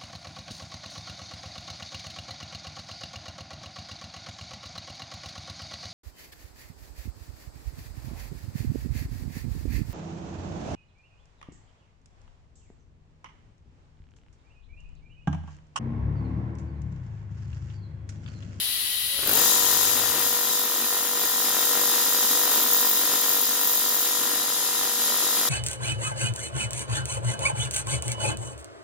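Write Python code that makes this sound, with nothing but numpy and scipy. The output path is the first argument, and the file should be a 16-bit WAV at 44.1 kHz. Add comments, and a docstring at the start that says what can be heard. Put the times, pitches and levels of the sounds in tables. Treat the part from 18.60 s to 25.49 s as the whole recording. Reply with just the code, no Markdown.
"""An oil burner fed with compressed air starts up in a workshop doorway, a little left of the microphone.
Air hisses through the nozzle; a relay clicks, the motor spins up with one knock a turn, the fan roars
and the hiss opens into a full spray, coloured by reflections from close by.
The ignition arc sizzles twice per mains cycle; it flares as a board nears the blast tube
and dulls once the board covers it."""
import sys
import numpy as np
from scipy import signal
from scipy.fft import rfft, irfft, next_fast_len
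from scipy.io import wavfile

SR = 44100
rng = np.random.default_rng(int(sys.argv[2]) if len(sys.argv) > 2 else 0)


def pcm_store(signal):
    """Save signal as 16-bit PCM."""
    levels = np.round(np.clip(np.atleast_2d(signal), -1, 1) * 32767)
    wavfile.write(sys.argv[1], SR, levels.astype(np.int16).T)


N = 303849

# Levels in the tables are relative: each layer's gain comes on top.
# broad spectra of the noises: f/Hz, level/dB
RUMBLE_SPECTRUM = [(15, -24), (30, -15), (52, 1), (90, 0.5), (140, -8), (250, -12), (600, -34)]
FAN_SPECTRUM = [(30, -42), (80, -41), (125, -16), (185, -11), (235, 0.5), (380, 0.5), (620, -2),
                (1400, -0.5), (2100, -8.5), (2400, -4), (3200, -1), (6000, -17)]
SIZZLE_SPECTRUM = [(9000, -46), (12500, -12), (14400, 13), (16000, 9)]
NOZZLE_SPECTRUM = [(200, -19), (600, -17), (1500, -12.5), (2600, -7), (4300, 3), (6000, -7.5), (8500, -7.5),
                   (11000, 0.5), (14000, -1.5), (15600, -6.5)]   # air alone
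SPRAY_SPECTRUM = [(2700, -23.5), (3100, -5), (5500, -1), (8000, -6.5), (9300, -3), (11000, 5.5),
                  (13500, -1), (15600, -7)]   # full spray
SURGE_SPECTRUM = [(3500, -26), (6000, -12), (6800, -6), (7500, -8.5), (8500, -16), (11000, -45)]   # first rush of the spray
# resonances of fan housing, nozzle and spray: f/Hz, width/Hz, level/dB
FAN_RESONANCES = [(300, 97, 2.5), (450, 450, 0.34), (940, 14, 0.33), (1875, 310, 6.2)]
NOZZLE_RESONANCES = [(1964, 140, 11), (3050, 780, 9.2), (3920.0, 86, 9), (10440, 560, 10.2),
                     (12000, 260, 4.8)]
SPRAY_RESONANCES = [(3736, 730, 8.56), (4230, 120, 2), (4936, 320, 7.2), (5430, 180.0, 3.5),
                    (5700, 81, 3.5), (6510, 480, 11.3), (7364, 760, 10.1), (8430, 300, 12.3),
                    (9850, 650, 2.2), (11800, 850, 7.6), (12480, 140, 5)]
# likeness of left and right at the microphone: f/Hz, correlation
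BURNER_CORRELATION = [(100, 1), (1200, 0.5), (2800, 0.99), (3700, 0.46), (4400, -0.59), (5000, 0.45),
                      (5600, 0.35), (6050, -0.27), (7450, 0.032), (8300, -0.82), (10000, -0.36),
                      (11800, -0.92), (12700, -0.24), (14500, -0.37), (15700, -0.61)]
NOZZLE_CORRELATION = [(200, 0.55), (1800, 0.45), (3500, -0.09), (5000, 0.027), (7000, -0.24), (11000, 0.38),
                      (15000, 0.087)]
SIZZLE_CORRELATION = [(9000, -.2), (13000, .25), (16000, 0)]
# faint tones before the motor runs: start/s, end/s, f/Hz, level/dB
IDLE_TONES = [(-.1, .62, 106, -58), (-.1, 0.45, 271, -63.5), (.47, .64, 550, -52)]
# the motor's low drone and its whirr: multiple of the turning rate, level/dB
DRONE_ORDERS = [(2, -54.5), (3, -53.5)]
WHIRR_ORDERS = [(1, -64), (2, -27.5), (3, -25.5), (4, -18), (5, -9), (6, -11), (7, -12), (8, -13.5),
                (9, -17), (10, 1.5), (11, -35), (12, -8), (13, -14.5), (14, -10.5), (15, -6.5), (16, -5),
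                (17, -9.5), (18, -10), (19, -17), (20, 1.3), (21, -0.5), (22, -7), (23, -12), (24, -8.5),
                (25, -4), (26, -6), (27, -2.5), (28, -7), (29, -2), (30, -13), (31, -10), (32, -20),
                (33, -43), (34, -9), (35, -8), (36, -22), (37, -4.5), (38, -69), (39, -2.5), (40, -15.5),
                (41, -26), (42, -28), (43, -9.5)]
# relay click and starting jolts: t/s, level/dB
HOUSING_HITS = [(.591, -32), (.633, -30), (0.663, -29), (.672, -28), (0.679, -30), (.694, -25),
                (0.713, -24.5)]
# ringing of the housing: f/Hz, level/dB, t60/s
HOUSING_MODES = [(446, -18.5, 0.045), (570, 2, 0.013), (940, -15, .008), (1430, 5, 0.0073)]
# noise bands of the arc: f/Hz, width/Hz, level/dB
ARC_NOISE_BANDS = [(10900, 3700, -1), (11800, 1200, 0), (12580, 230, 0.5), (13030, 470, 2),
                   (13670, 380, -2.5), (14860, 780, 5.5), (15550, 500, -11.5)]
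# the two strikes of a mains cycle: level/dB, first lit/s, loss behind the board/dB
ARC_STRIKES = [(-33.5, 0.78, 7), (-29, .62, 1)]
# flares as the arc lights and as the board reflects it: start/s, end/s, level/dB, tilt/(dB per kHz)
ARC_FLARES = [(.6, .76, 3.5, 0), (3.88, 4.02, 3, -0.2), (4.08, 4.38, 3, 1.8), (4.55, 4.81, 3, 0),
              (4.965, 5.194, 6, 0.5), (5.3, 5.46, 3.5, 0.5), (6.653, 6.798, 1, 1.2)]
# loudness of the air alone and of the running burner: t/s, level/dB
NOZZLE_LEVEL = [(0, -26.5), (.55, -26.5), (.8, -28.5), (1.4, -33), (1.9, -36.5), (6.9, -33.5)]
BURNER_LEVEL = [(0.8, -25), (0.98, -27.5), (1.96, -30.5), (2.55, -30.5), (3.09, -27.5), (4.0, -27.5),
                (5.06, -30), (6.04, -30.5), (6.85, -28)]

SWITCH_ON_S, SPIN_UP_S, TURNS_HZ = .575, .22, 48.385
BASS_FALL_AT_S, BASS_FALL_S = 1.42, .69   # the bass falls away and the sound moves towards the middle
MAINS_HZ, STRIKES_S = 50, (.0070, .0136)   # strike times within a cycle
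COVER_AT_S, COVER_S, COVER_DB_PER_KHZ = 5.47, .07, -1.8   # the board covers the tube's mouth
PRESS_S, PRESS_LOSS_DB = .76, 3.5   # and is pressed closer
OPPOSED = np.array([[1], [-1]])   # plus on the left, minus on the right


def from_db(db):
    """Decibels to gain."""
    return np.exp(np.asarray(db) * (np.log(10) / 20))


def rms_one(x):
    """Scale to unit rms."""
    return x / np.sqrt(np.mean(x ** 2) + 1e-20)


def seconds():
    """Time of every sample."""
    return np.arange(N) / SR


def in_time(points):
    """Read a curve at every sample."""
    return np.interp(seconds(), *np.transpose(points))


def at_hz(points, hz):
    """Read a curve along log frequency."""
    f, value = np.transpose(points)
    return np.interp(np.log(hz + 1), np.log(f), value)


def ramp(start_s, length_s):
    """Smooth rise from 0 to 1."""
    u = np.clip((seconds() - start_s) / length_s, 0, 1)
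    return u * u * (3 - 2 * u)


def drift(rate_hz):
    """Random wander of unit rms."""
    knots = rng.standard_normal(4000)
    return rms_one(np.interp(seconds() * rate_hz, np.arange(len(knots)), knots))


def swell():
    """The burner's loudness in dB about its average."""
    db = in_time(BURNER_LEVEL)
    return db - db.mean()


def turbulence(spectrum, resonances=(), correlation=BURNER_CORRELATION, echo_db=None):
    """Shaped stereo noise of unit rms; echo_db adds the notches of nearby reflections."""
    size = next_fast_len(N)
    hz = np.arange(size // 2 + 1) * SR / size
    peaks_db = sum(db / (1 + (2 * (hz - f) / width) ** 2) for f, width, db in resonances)
    gain = from_db(at_hz(spectrum, hz) + peaks_db)
    if echo_db is not None:
        paths = np.zeros(size)
        paths[0] = 1   # straight to the microphone
        delays = (rng.uniform(.003, .02, size=16) * SR).astype(int)   # detours of about 1 to 7 m
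        paths[delays] = from_db(echo_db) * rng.choice([-1, 1], size=16)
        gain = gain * abs(rfft(paths))
    alike = np.clip(at_hz(correlation, hz), -.98, .98)
    mid, side = rfft(rng.standard_normal((2, size))) * gain
    stereo = np.sqrt(1 + alike) * mid + np.sqrt(1 - alike) * side * OPPOSED
    return rms_one(irfft(stereo, size)[:, :N])


def rumble_and_hum(rumble_db, rumble_fall_db, drone_fall_db):
    """Faint idle tones, then the motor's low drone; drone and rumble thin out as the bass falls away."""
    thinned = ramp(BASS_FALL_AT_S, BASS_FALL_S)
    rumble = from_db(rumble_db - rumble_fall_db * thinned) * turbulence(RUMBLE_SPECTRUM)
    angle = 2 * np.pi * seconds()
    hum = sum(from_db(db + 2 * drift(11.9)) * (ramp(start, .055) - ramp(end, .04)) * np.sin(hz * angle)
              for start, end, hz, db in IDLE_TONES)
    drone = sum(from_db(db + 2.5 * drift(7.7)) * np.sin(order * TURNS_HZ * angle + .47 * drift(17))
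                for order, db in DRONE_ORDERS)
    return rumble + hum + ramp(.59, .074) * from_db(-drone_fall_db * thinned) * drone


def clunks():
    """The relay and the jolt of starting ring the housing."""
    hits, out = np.zeros(N), 0
    for s, db in HOUSING_HITS:
        hits[round(s * SR)] = from_db(db)
    for hz, db, t60 in HOUSING_MODES:
        decay, step = from_db(-60 / (t60 * SR)), 2 * np.pi * hz / SR
        ring = signal.lfilter([0, np.sin(step)], [1, -2 * decay * np.cos(step), decay ** 2], hits + 1e-18)
        out = out + from_db(db) * ring
    return out


def motor(level_db, scatter_rad, side_rad, waver_db, knock_spread_db, blade_order=10, knock_at_s=3.5053):
    """Orders in step knock once a turn; reflections scatter their phases into a whirr between knocks."""
    spun_up = ramp(SWITCH_ON_S, SPIN_UP_S)
    turns = np.cumsum(TURNS_HZ * spun_up * (1 + .00025 * drift(4.99))) / SR
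    angle = 2 * np.pi * ((turns - turns[round(knock_at_s * SR)]) % 1)
    loss_db_per_order = 4 * (1 - spun_up)   # orders above the blade tone come in near full speed
    whirr = np.zeros((2, N))
    for order, db in WHIRR_ORDERS:
        shared, apart = rng.uniform(-1, 1, size=2)
        phase = scatter_rad * shared + side_rad * apart * OPPOSED
        gain = from_db(db - loss_db_per_order * max(order - blade_order, 0) + waver_db * drift(9))
        whirr += gain * np.sin(order * angle + phase)
    running_db = level_db + .97 * swell() + knock_spread_db * drift(TURNS_HZ)
    return ramp(.675, .07) * from_db(running_db) * rms_one(whirr)


def fan(level_db, gust_db):
    """The fan comes up to a gusty roar that resonates in its housing."""
    gain = from_db(level_db + .97 * swell() + gust_db * drift(30))
    return ramp(.5, .28) * gain * turbulence(FAN_SPECTRUM, FAN_RESONANCES)


def flares(edge_s=.08, sputter=.16):
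    """Added level (dB) and brightness (dB per kHz) of the arc's flares: each rises, sputters and falls."""
    held = sum(np.outer([db, tilt], ramp(start, edge_s) - ramp(end, edge_s))
               for start, end, db, tilt in ARC_FLARES)
    return held * (1 + sputter * drift(25.16))


def arc(db_per_khz, crack_s, tail_s, tail_db, uneven_db, wander_db):
    """Each strike is a bright crack that rattles on in the blast tube; the blown arc shifts in colour."""
    age = np.arange(-900, 901) / SR
    crack = np.exp(-.5 * (age / crack_s) ** 2)
    rattle = from_db(tail_db) ** 2 * (age > 0) * np.exp(-abs(age) / tail_s)
    cycles_s = np.arange(0, N / SR - 1 / MAINS_HZ, 1 / MAINS_HZ)
    strikes = (np.add.outer(STRIKES_S, cycles_s) * SR).astype(int)
    flare_db, flare_tilt = flares()
    covered = ramp(COVER_AT_S, COVER_S)
    shared_db = swell() + flare_db - PRESS_LOSS_DB * ramp(COVER_AT_S, PRESS_S)
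    strength = np.array([(ramp(lit_s, .07) * from_db(db + shared_db - loss_db * covered))[when]
                         for (db, lit_s, loss_db), when in zip(ARC_STRIKES, strikes)])
    tilt = (db_per_khz + flare_tilt + COVER_DB_PER_KHZ * covered)[strikes]
    pivot_hz = np.mean([hz for hz, width, db in ARC_NOISE_BANDS[1:]])
    out = 0
    for hz, width, db in ARC_NOISE_BANDS:
        chance_db = uneven_db * rng.standard_normal(strikes.shape) + wander_db * drift(6)[strikes]
        power = np.zeros(N)
        power[strikes] = (strength * from_db(db + tilt * (hz - pivot_hz) / 1000 + chance_db)) ** 2
        envelope = np.sqrt(np.maximum(signal.oaconvolve(power, crack + rattle, "same"), 0))
        band = signal.butter(2, [hz - width / 2, hz + width / 2], "band", fs=SR, output="sos")
        noise = rng.standard_normal((2, N)) + .5 * rng.standard_normal(N)   # partly common to both sides
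        out = out + envelope * rms_one(signal.sosfilt(band, noise))
    return out


def sizzle(level_db):
    """A thin sizzle at the edge of the spray rises with the flares."""
    flare_db, _ = flares()
    gain = ramp(.62, .17) * from_db(level_db + .9 * swell() + 1.1 * flare_db)
    return gain * turbulence(SIZZLE_SPECTRUM, correlation=SIZZLE_CORRELATION, echo_db=-17)


def nozzle(spray_db, flutter_db, surge_db):
    """The thin hiss of compressed air gives way to the broad spray, which begins with a sharp surge."""
    hiss = turbulence(NOZZLE_SPECTRUM, NOZZLE_RESONANCES, NOZZLE_CORRELATION, echo_db=-20.5)
    hiss *= from_db(in_time(NOZZLE_LEVEL))
    spray = turbulence(SPRAY_SPECTRUM, SPRAY_RESONANCES, echo_db=-19)
    spray *= ramp(.53, .38) * from_db(spray_db + .96 * swell() + flutter_db * drift(16))
    surge = from_db(surge_db) * (ramp(.69, .091) - ramp(.86, 1.0)) * turbulence(SURGE_SPECTRUM)
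    return hiss + spray + surge


def scene():
    """The burner in the doorway as it reaches the microphone, a little louder on the left."""
    housing = fan(level_db=-36, gust_db=1.56)
    housing += motor(level_db=-36, scatter_rad=.64, side_rad=.21, waver_db=.96, knock_spread_db=.95)
    housing += clunks() + rumble_and_hum(rumble_db=-54.5, rumble_fall_db=22, drone_fall_db=12.5)
    housing[0] = np.roll(housing[0], 2)   # arrives slightly later on the left
    air = nozzle(spray_db=-23.5, flutter_db=.61, surge_db=-29.5) + sizzle(level_db=-39)
    sparks = arc(db_per_khz=.34, crack_s=.00032, tail_s=.004, tail_db=-5, uneven_db=1.7, wander_db=1)
    left_over_right_db = 5.5 - 3.1 * ramp(BASS_FALL_AT_S, BASS_FALL_S)
    return (housing + air + sparks) * from_db(left_over_right_db / 2 * OPPOSED)


def record(dry):
    """The microphone chain rounds the sharpest cracks and cuts the top steeply."""
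    ceiling, cutoff_hz = .8, 15780
    rounded = ceiling * np.tanh(dry / ceiling)
    return signal.sosfilt(signal.ellip(12, .2, 80, cutoff_hz, fs=SR, output="sos"), rounded)


dry = scene()
out = record(dry)
pcm_store(out)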